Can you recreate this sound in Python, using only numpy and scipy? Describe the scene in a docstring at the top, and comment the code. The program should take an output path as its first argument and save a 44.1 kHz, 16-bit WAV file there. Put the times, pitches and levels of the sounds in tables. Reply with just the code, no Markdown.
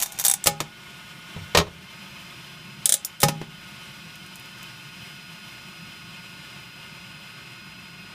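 """A 3D printer's fan runs throughout in a small room. A knife tip scrapes in under a printed plastic
plate, sticking and slipping, and levers it up so that it knocks on the printer bed. The knife is put
down on the desk, where its blade rattles and pings. Then a hand twists the plate: its bond to the bed
crackles and snaps loose, and the bed rings. Last, fingers tick on the plate as it is lifted.
An automatic volume control turns everything down briefly at each loud hit."""
import sys
import numpy as np
from scipy import signal
from scipy.fft import rfft, irfft, next_fast_len
from scipy.io import wavfile
from scipy.ndimage import uniform_filter1d, minimum_filter1d, map_coordinates

SR = 44100
rng = np.random.default_rng(int(sys.argv[2]) if len(sys.argv) > 2 else 0)


def int16_out(signal):
    """Quantize to a 16-bit WAV file."""
    q = np.round(np.clip(np.atleast_2d(signal).T, -1, 1) * 32767)
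    wavfile.write(sys.argv[1], SR, q.astype(np.int16))


N = 358974
HIT_SIZE = 16384  # samples in one hit
T = np.arange(HIT_SIZE) / SR
HIT_HZ = np.fft.rfftfreq(HIT_SIZE, 1 / SR)
FIRM_DB = -10  # a firm hit; harder and softer ones change tone by how far they are from it


def amp(db):
    """Turns decibels into a number to multiply by."""
    return 10 ** (np.asarray(db) / 20)


def unit(x):
    """Scales a sound to an average strength (rms) of 1."""
    return x / np.sqrt(np.mean(x ** 2) + 1e-20)


def unit_attack(x, size=375):
    """Scales a hit to an average strength of 1 over its first milliseconds."""
    return x / np.sqrt(np.mean(x[:size] ** 2) + 1e-20)


def read(points, hz):
    """Looks up values between a table's frequencies, with octaves evenly spaced."""
    f, value = np.transpose(points)
    return np.interp(np.log(hz + 1), np.log(f + 1), value)


def follow(points):
    """Joins a table's points in time with straight lines, one curve per value column."""
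    s, *columns = np.transpose(points)
    return [np.interp(np.arange(N) / SR, s, column) for column in columns]


def add(mix, s, sound):
    """Mixes a sound in, starting at s seconds."""
    part = mix[max(round(s * SR), 0):][:len(sound)]
    part += sound[:len(part)]


def drift(rate_hz):
    """A random wobble of about size 1, mostly slower than rate_hz."""
    hz = np.fft.rfftfreq(N, 1 / SR)[:N // 100]
    spectrum = rfft(rng.standard_normal(2 * len(hz) - 2))
    slow = unit(irfft(spectrum / (1 + (hz / rate_hz) ** 2)))
    return np.interp(np.arange(N), np.linspace(0, N, len(slow)), slow)


def noise(spectrum, resonances=()):
    """Steady noise with a given tone, boosted at its resonances."""
    size = next_fast_len(N, True)
    hz = np.fft.rfftfreq(size, 1 / SR)
    boost_db = sum(lift / (1 + (2 * (hz - centre) / width) ** 2) for centre, width, lift in resonances)
    gain = amp(read(spectrum, hz) + boost_db)
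    return unit(irfft(rfft(rng.standard_normal(size)) * gain, size)[:N])


def colour(x, db):
    """Shapes a hit's tone, one level per frequency, without smearing sound ahead of its start."""
    log_gain = np.log(amp(np.maximum(db, -100)))
    mirrored = np.concatenate([log_gain, log_gain[-2:0:-1]])
    taps = np.fft.ifft(np.exp(np.conj(signal.hilbert(mirrored)))).real
    return signal.fftconvolve(x, taps[:HIT_SIZE // 4])[:HIT_SIZE]


def ring(notes, spread, share_db=-0.6):
    """A struck object's notes, a little different each blow; each fades 60 dB in its ring time."""
    hz, db, ring_s = np.transpose(notes)[:, :, None]
    detune, share, side = rng.standard_normal((3, len(notes), 1))
    fade = amp(db + share_db * share - 60 * T / ring_s)
    waves = np.sin(2 * np.pi * hz * (1 + spread * detune) * T)
    return (np.sign(side) * fade * waves).sum(0)


def contact(spectrum, length_s, tilt_db, echo_db, echo_s, paths=0):
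    """A burst of tiny impacts and its nearby echoes; blows at one spot share their echo paths."""
    burst = rng.standard_normal(HIT_SIZE) * np.exp(-T / length_s)
    echoes = unit(paths + 0.5 * rng.standard_normal(HIT_SIZE)) * amp(echo_db - 60 * T / echo_s)
    rise = 1 - np.exp(-T / (0.11 * length_s))  # longer contacts build up more slowly
    octaves = np.log2(np.maximum(HIT_HZ, 500) / 500)  # tilt_db is added per octave above 500 Hz
    return unit_attack(colour(rise * (burst + echoes), read(spectrum, HIT_HZ) + tilt_db * octaves))


def reflected(x, count=7):
    """Echoes off the printer and desk ripple a steady sound as their delays slowly creep."""
    out = x.copy()
    for delay_s in rng.uniform(.002, .012, count):
        earlier = np.arange(N) - SR * (delay_s + 4e-5 * drift(.2))
        out += .15 * map_coordinates(x, [earlier], order=3, mode="wrap")
    return unit(out)


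# The tone of the rushing air. Each row: frequency in Hz, level in dB.
RUSH_TONE = [(180, -24), (300, -7.5), (500, -11.5), (800, -10.5), (1100, -5), (1380, -8.5), (1900, -9.5),
             (2600, -5), (3400, -7), (4000, -11), (4700, -15), (6200, -18.5), (9000, -20), (15300, -26)]
# The resonances of the fan's duct. Each row: frequency in Hz, width in Hz, boost in dB.
DUCT_PEAKS = [(1120, 38, 0.5), (1270, 23, 4), (1560, 160, 5.5), (2135, 290, 5), (2840, 51, 5.5),
              (3068, 50, 9), (3480, 130, 3.5), (5580, 510, 4.5)]
def air_rush(treble_db, db=-45.5, flutter_db=0.9):
    """Air flutters through the fan's duct; treble_db raises or lowers its hiss."""
    air = reflected(noise(RUSH_TONE, DUCT_PEAKS))
    lows = signal.sosfiltfilt(signal.butter(2, 4200, fs=SR, output="sos"), air)
    return amp(db + flutter_db * drift(8.7)) * (lows + amp(treble_db) * (air - lows))


# The tone of the printer's hum. 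Each row: frequency in Hz, level in dB.
HUM_TONE = [(20, -41), (35, -32), (60, -9.5), (90, -13), (120, -2), (145, 0), (195, -0.5), (250, -14),
            (330, -18), (500, -43.5)]
def housing_hum(db=-49, throb_db=0.8):
    """The printer's housing gives a low, throbbing hum."""
    return amp(db + throb_db * drift(12)) * noise(HUM_TONE)


# The tone of the whirr. Each row: frequency in Hz, level in dB.
WHIRR_TONE = [(2330, -43), (2500, -0.5), (2650, -1.5), (2830, -40)]
def fan_whirr(swell_db, db=-55.5, flutter_db=1.3):
    """The tips of the fan's blades make a narrow band of fluttering noise."""
    return amp(db + swell_db + flutter_db * drift(40)) * noise(WHIRR_TONE)


# The fan's high notes. Each row: frequency in Hz, base level in dB.
WHINE_NOTES = [(4141, -62.5), (4969, -60), (5803, -79)]
def fan_whine(swell_db, low_hz=1449, low_db=-55.5, wander=0.000664, waver_db=0.6):
    """The spinning fan sings wavering notes; a hand over the plate shields the lowest for a while."""
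    hand_in_s, hand_out_s, move_s, shield_db = 1.4, 3.3, 0.56, -5
    hand_db, = follow([(hand_in_s, 0), (hand_in_s + move_s, shield_db),
                       (hand_out_s - move_s, shield_db), (hand_out_s, 0)])
    fan_time = np.cumsum(1 + wander * drift(2.88)) / SR  # all notes wander in pitch together
    notes = [(low_hz, low_db + hand_db)] + [(hz, db + swell_db) for hz, db in WHINE_NOTES]
    return sum(amp(db + waver_db * drift(15)) * np.sqrt(2) * np.sin(2 * np.pi * hz * fan_time)
               for hz, db in notes)


# The fan slowly gets softer. Each row: time in seconds, level change in dB, treble change in dB.
FAN_FADE = [(0, 2.5, 1), (1.5, 1, 0), (5.3, 0.6, 1.3), (8.1, 0, -1.5)]
# The whine and whirr swell and sink. Each row: time in seconds, level change in dB.
WHINE_SWELL = [(0, -0.5), (1.7, -6.5), (2, 1.5), (3.4, 0), (5.2, 3.5), (6.6, 3), (8.1, 3.5)]
def fan():
    """The running fan: rush, whirr and whine slowly change level over the housing's hum."""
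    level_db, treble_db = follow(FAN_FADE)
    swell_db, = follow(WHINE_SWELL)
    rush, hum = air_rush(treble_db), housing_hum()
    return amp(level_db) * (rush + fan_whirr(swell_db) + fan_whine(swell_db)) + hum


# The notes of the plate's edge. Each row: base frequency in Hz, level in dB, ring time in seconds.
EDGE_NOTES = [(3500, -18.5, 0.08), (6560, -5, 0.025), (7170, -11.5, 0.026), (8060, -0.5, 0.059),
              (8400, -15.5, 0.033), (8610, 0.5, 0.056), (9820, -7, .03), (10350, 0.5, 0.026),
              (10200, 4, 0.024)]
def snap(spectrum, paths, length_s, tilt_db, edge_db, pitch, echo_db, echo_s):
    """A sudden slip: a sharp click and the bright ring of the plate's edge."""
    damping = .2 + np.exp(-T / .0026)  # the bed stops most of the ring at once
    edge = unit_attack(ring(np.array(EDGE_NOTES) * [pitch, 1, 1], spread=0.0028) * damping)
    click = contact(spectrum, length_s, tilt_db, echo_db, echo_s, paths)
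    return unit_attack(click + amp(edge_db) * edge)


# The tone of a scrape on the plate. Each row: frequency in Hz, level in dB.
SCRAPE_TONE = [(60, -20), (300, -22.5), (600, -10.5), (820, -6.5), (1100, -7), (2700, -8), (3700, 0),
               (4900, -2), (6500, 4.5), (10000, 3), (12500, 3), (15200, 2)]
# The notes of the blade pressed on the plate. Each row: frequency in Hz, level in dB, ring time in seconds.
PRESSED_NOTES = [(780, 2, 0.068), (838, -1, 0.077), (1610, -5, .06), (2330, -2.5, 0.074),
                 (3620, 4.5, 0.084), (4420, -6, .06), (5780, 1, 0.061)]
# The blade slips at the plate's rim. Each row: start in seconds, level in dB, length in seconds.
BLADE_SLIPS = [(.0005, -27, 0.0055), (0.0153, -25.5, .0011), (0.0235, -15, 0.0017), (0.0303, -16.5, .005),
               (0.06, -27, 0.0012), (.1218, -31.5, 0.00059), (0.1882, -24, 0.0011),
               (0.1976, -18.5, 0.00099), (0.212, -23.5, .0011), (0.24, -20.5, .0007), (.249, -9.5, 0.0063),
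               (0.255, -15, .005), (0.2647, -12.5, 0.0016), (0.282, -10, .0008), (0.2984, -12.5, 0.00085),
               (0.3132, -12, 0.0031), (.3385, -14, 0.0025), (0.4407, -20, 0.00099), (0.466, -20, .001)]
def blade_slips(wedged_s=.272, sag_per_s=0.61, brighten=0.067, damping_db=2.2, steel_db=-21):
    """The knife sticks and slips; harder slips are brighter, longer ones damp the plate's edge more."""
    out, paths = np.zeros(N), rng.standard_normal(HIT_SIZE)
    for s, db, length_s in BLADE_SLIPS:
        if s < wedged_s:  # the tip skids on the rim and the edge hardly rings
            edge_db, pitch = -13, 0.71
        else:  # the tip is wedged under: the edge rings out and sinks in pitch
            edge_db, pitch = 5.5, 1.01 - sag_per_s * (s - wedged_s)
        edge_db -= damping_db * np.log2(length_s / 0.0007)
        tilt_db = -0.5 + brighten * (db - FIRM_DB)
        slip = snap(SCRAPE_TONE, paths, length_s, tilt_db, edge_db, pitch, echo_db=-7.5, echo_s=0.062)
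        steel = amp(steel_db) * ring(PRESSED_NOTES, spread=0.0064)
        add(out, s, amp(db) * (slip + steel))
    return out


def blade_grit(stop_s=0.29, per_s=130, db=-46, spread_db=2):
    """Between slips the blade grates over fine ridges in the plastic, which keep it ringing."""
    strikes = (rng.random(HIT_SIZE) < per_s / SR) * (T < stop_s)
    sizes = amp(spread_db * np.minimum(rng.exponential(1, HIT_SIZE), 3))
    click = contact(SCRAPE_TONE, length_s=0.0015, tilt_db=-4.5, echo_db=-11, echo_s=0.072)
    steel = amp(-7) * ring(PRESSED_NOTES, spread=0.0046)
    out = np.zeros(N)
    add(out, 0, amp(db) * unit(signal.fftconvolve(strikes * sizes, click + steel)))
    return out


def body(panel, frame, ring_db, thump_db, swell_s):
    """A struck panel rings at once, and its frame follows with a slower thump."""
    ringing = amp(ring_db) * ring(panel, spread=0.0021)
    thump = amp(thump_db) * ring(frame, spread=0.012) * (1 - np.exp(-T / swell_s))
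    return ringing + thump


# The notes of the bed and of its frame. Each row: frequency in Hz, level in dB, ring time in seconds.
BED_NOTES = [(401, -18.5, 0.42), (482, -4, 0.1), (557.3, -4, 0.23), (650, -12.5, 0.098), (815, -16, 0.075),
             (824, -1, 0.24), (1259.5, -1.5, 0.12), (1340, -30, .12), (1798, -12, 0.18), (2205, -7, 0.11)]
BED_FRAME_NOTES = [(118, -6, 0.18), (140.8, -4, 0.2), (155.7, -3.5, 0.53), (189.8, -2, 0.14),
                   (221, -13.5, 0.32)]
# The knocks on the bed; the last row is a hand bumping it. Each row: start in seconds, level in dB, weight
# (thump compared with click) in dB.
BED_KNOCKS = [(.459, -18, -23), (0.4698, -7, -15), (0.603, -18.5, -10.5), (3.2313, -7.5, -2.5),
              (3.284, -16.5, -10), (3.414, -28, -4), (4.058, -53, 13.5)]
def bed_knocks(length_s=0.0044, brighten=.3, dulling=0.13):
    """The plate knocks on the bed, and last a hand bumps it: force brightens a blow, weight dulls it, both make
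    the bed ring more."""
    out = np.zeros(N)
    for s, db, weight_db in BED_KNOCKS:
        force_db = db - FIRM_DB
        tilt_db = -2.5 + brighten * force_db - dulling * weight_db
        ring_db = -5 + 0.73 * force_db + 0.45 * weight_db
        click = contact(KNOCK_TONE, length_s, tilt_db, echo_db=1.5, echo_s=0.061)
        bed = body(BED_NOTES, BED_FRAME_NOTES, ring_db, weight_db, swell_s=0.0099)
        add(out, s, amp(db) * (click + bed))
    return out


# The tone of the plate meeting the bed. Each row: frequency in Hz, level in dB.
KNOCK_TONE = [(40, -6.5), (160, -2.5), (270, -3.5), (550, -4.5), (900, -4.5), (1600, -3.5), (3400, -1),
              (6000, 0.5), (10000, -2), (15200, -5.5)]
# The tone of a tap on the desk. Each row: frequency in Hz, level in dB.
DESK_TONE = [(20, -14), (50, -2.5), (130, 3), (260, -7.5), (420, 1.5), (800, -2), (1100, 2), (1600, -8),
             (3600, -4.5), (5500, -9), (7000, -16.5), (9000, -20.5), (13000, -27), (15200, -36)]
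# The notes of the desk and of its frame. Each row: frequency in Hz, level in dB, ring time in seconds.
DESK_NOTES = [(376, -9, .13), (413, -3.5, 0.18), (487, -6, 0.12), (562, -3, 0.12), (630, -7, 0.13),
              (940, 1, 0.036), (1094, 3.5, 0.049), (1080, 1, 0.071), (1140, -1.5, 0.047), (1285, -11, 0.18),
              (1848, -0.5, 0.086)]
DESK_FRAME_NOTES = [(52, -23, .12), (93.7, -1, 0.16), (135, -1.5, 0.12), (155.3, -1.5, 0.18)]
# The landings. Each row: start in seconds, level in dB, weight (thump compared with tap) in dB.
DESK_LANDINGS = [(1.362, -40, 12), (1.409, -51.5, 20), (1.5486, -13, -20), (1.5508, -11.5, -15),
                 (1.668, -37, 0)]
def desk_landings(dulling=0.15, muffling=0.48):
    """A hand, then the knife's handle land; weight makes a tap longer and duller and muffles the desk."""
    out = np.zeros(N)
    for s, db, weight_db in DESK_LANDINGS:
        length_s = 0.0076 * 2 ** (weight_db / 11)
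        tap = contact(DESK_TONE, length_s, tilt_db=-2.5 - dulling * weight_db, echo_db=-1, echo_s=.064)
        desk = body(DESK_NOTES, DESK_FRAME_NOTES, -12 - muffling * weight_db, weight_db, swell_s=0.0052)
        add(out, s, amp(db) * (tap + desk))
    return out


SLAP_S = 1.5725  # the blade lands flat on the desk
def blade_rattle(count=4, db=-8.5, bounce_s=.0136, tap_loss_db=5, desk_loss_db=2):
    """The blade slaps the desk and bounces, weaker and duller each time; the desk fades more slowly."""
    out = np.zeros(N)
    for k in range(count):
        tap = contact(DESK_TONE, length_s=.0035, tilt_db=2.5 - 2 * k, echo_db=-2.5, echo_s=0.075)
        desk = body(DESK_NOTES, DESK_FRAME_NOTES, ring_db=-23, thump_db=-13, swell_s=0.0061)
        add(out, SLAP_S + k * bounce_s, amp(db - k * tap_loss_db) * tap + amp(-k * desk_loss_db) * desk)
    return out


# The notes of the free blade. 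Each row: frequency in Hz, level in dB, ring time in seconds.
STEEL_NOTES = [(3790, -1, .06), (6700, 1, 0.1), (12800, -1.5, 0.092)]
def steel_ping(db=-18):
    """The steel blade rings briefly as it lands flat."""
    out = np.zeros(N)
    add(out, SLAP_S, amp(db) * ring(STEEL_NOTES, spread=0.0022))
    return out


# The tone of a crack. Each row: frequency in Hz, level in dB.
CRACK_TONE = [(30, -48), (150, -3), (380, -29), (580, 2), (1000, -38), (1650, -7.5), (2600, -19), (3400, 0),
              (4600, -8), (6300, -2.5), (8800, -1.5), (10400, -1.5), (11200, -5), (15200, -6.5)]
# The cracks. Each row: start in seconds, level in dB, edge pitch as a factor, treble tilt in dB per octave.
BOND_CRACKS = [(2.8571, -8, 0.96, 0.5), (2.8925, -11, 0.95, -0.8), (2.9228, -9, .94, -0.5),
               (2.9402, -10.5, .94, 0.3), (3.0485, -17, .68, 8), (3.2031, -24.5, 0.95, 1),
               (3.2168, -23, 1.31, -1)]
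def bond_cracks(length_s=.0014, bed_db=-32.5):
    """The bond gives way: big cracks ring the plate's edge, small ones just tick; the bed rings faintly."""
    out, paths = np.zeros(N), rng.standard_normal(HIT_SIZE)
    for s, db, pitch, tilt_db in BOND_CRACKS:
        edge_db = 1 + db - FIRM_DB
        crack = snap(CRACK_TONE, paths, length_s, tilt_db, edge_db, pitch, echo_db=-1, echo_s=.06)
        bed = amp(bed_db) * ring(BED_NOTES, spread=0.012)
        add(out, s, amp(db) * (crack + bed))
    return out


# Fingers touch the loose plate. Each row: start in seconds, level in dB.
FINGER_TICKS = [(4.156, -48), (4.263, -49), (4.357, -41.5), (4.397, -48), (4.458, -53), (4.63, -43.5)]
def finger_ticks():
    """Skin and nail make faint, bright ticks on the plate's ridges."""
    out = np.zeros(N)
    for s, db in FINGER_TICKS:
        add(out, s, amp(db) * contact(SCRAPE_TONE, length_s=0.0012, tilt_db=-1, echo_db=-13, echo_s=.08))
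    return out


# How long the room rings. Each row: frequency in Hz, ring time in seconds.
ROOM_RING = [(100, 0.62), (500, 0.28), (2000, 0.21), (6000, 0.2), (15000, 0.063)]
def room(x, wet_db, build_s=0.0043):
    """A small room adds a wash of echoes whose high notes die first."""
    hz, t, bands = signal.stft(rng.standard_normal(HIT_SIZE), SR, nperseg=256)
    fade = amp(-60 * t / read(ROOM_RING, hz)[:, None])
    tail = signal.istft(bands * fade, SR, nperseg=256)[1][:HIT_SIZE]
    tail *= 1 - np.exp(-T / build_s)
    return x + amp(wet_db) * signal.fftconvolve(x, tail / np.linalg.norm(tail))[:N]


def scene():
    """The work on the plate and, closer and with less echo, the knife on the desk, over the fan."""
    prying = blade_slips() + blade_grit() + bond_cracks() + bed_knocks() + finger_ticks()
    knife_down = desk_landings() + blade_rattle() + steel_ping()
    return (room(prying, wet_db=-16.5) + room(knife_down, wet_db=-20) + fan())[None]


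def record(dry, threshold_db=-19, deepest_db=4.0, hold_s=0.11, release_s=0.23, top_hz=15400):
    """The volume dips on loud hits, holds and recovers; peaks overload; the highest treble is cut."""
    power_db = 10 * np.log10(abs(uniform_filter1d(dry[0] ** 2, size=128)) + 1e-12)
    cut_db = -np.clip(power_db - threshold_db, 0, deepest_db)
    hold, release = int(hold_s * SR), int(release_s * SR)
    held_db = minimum_filter1d(cut_db, hold, origin=(hold - 1) // 2, mode="constant")
    eased_db = uniform_filter1d(held_db, release, origin=(release - 1) // 2, mode="constant")
    clipped = np.clip(dry * amp(np.minimum(held_db, eased_db)), -1, 1)
    treble_cut = signal.firwin(255, top_hz, window=("kaiser", 8), fs=SR)
    return signal.oaconvolve(clipped, treble_cut[None], "same")


dry = scene()
out = record(dry)
int16_out(out)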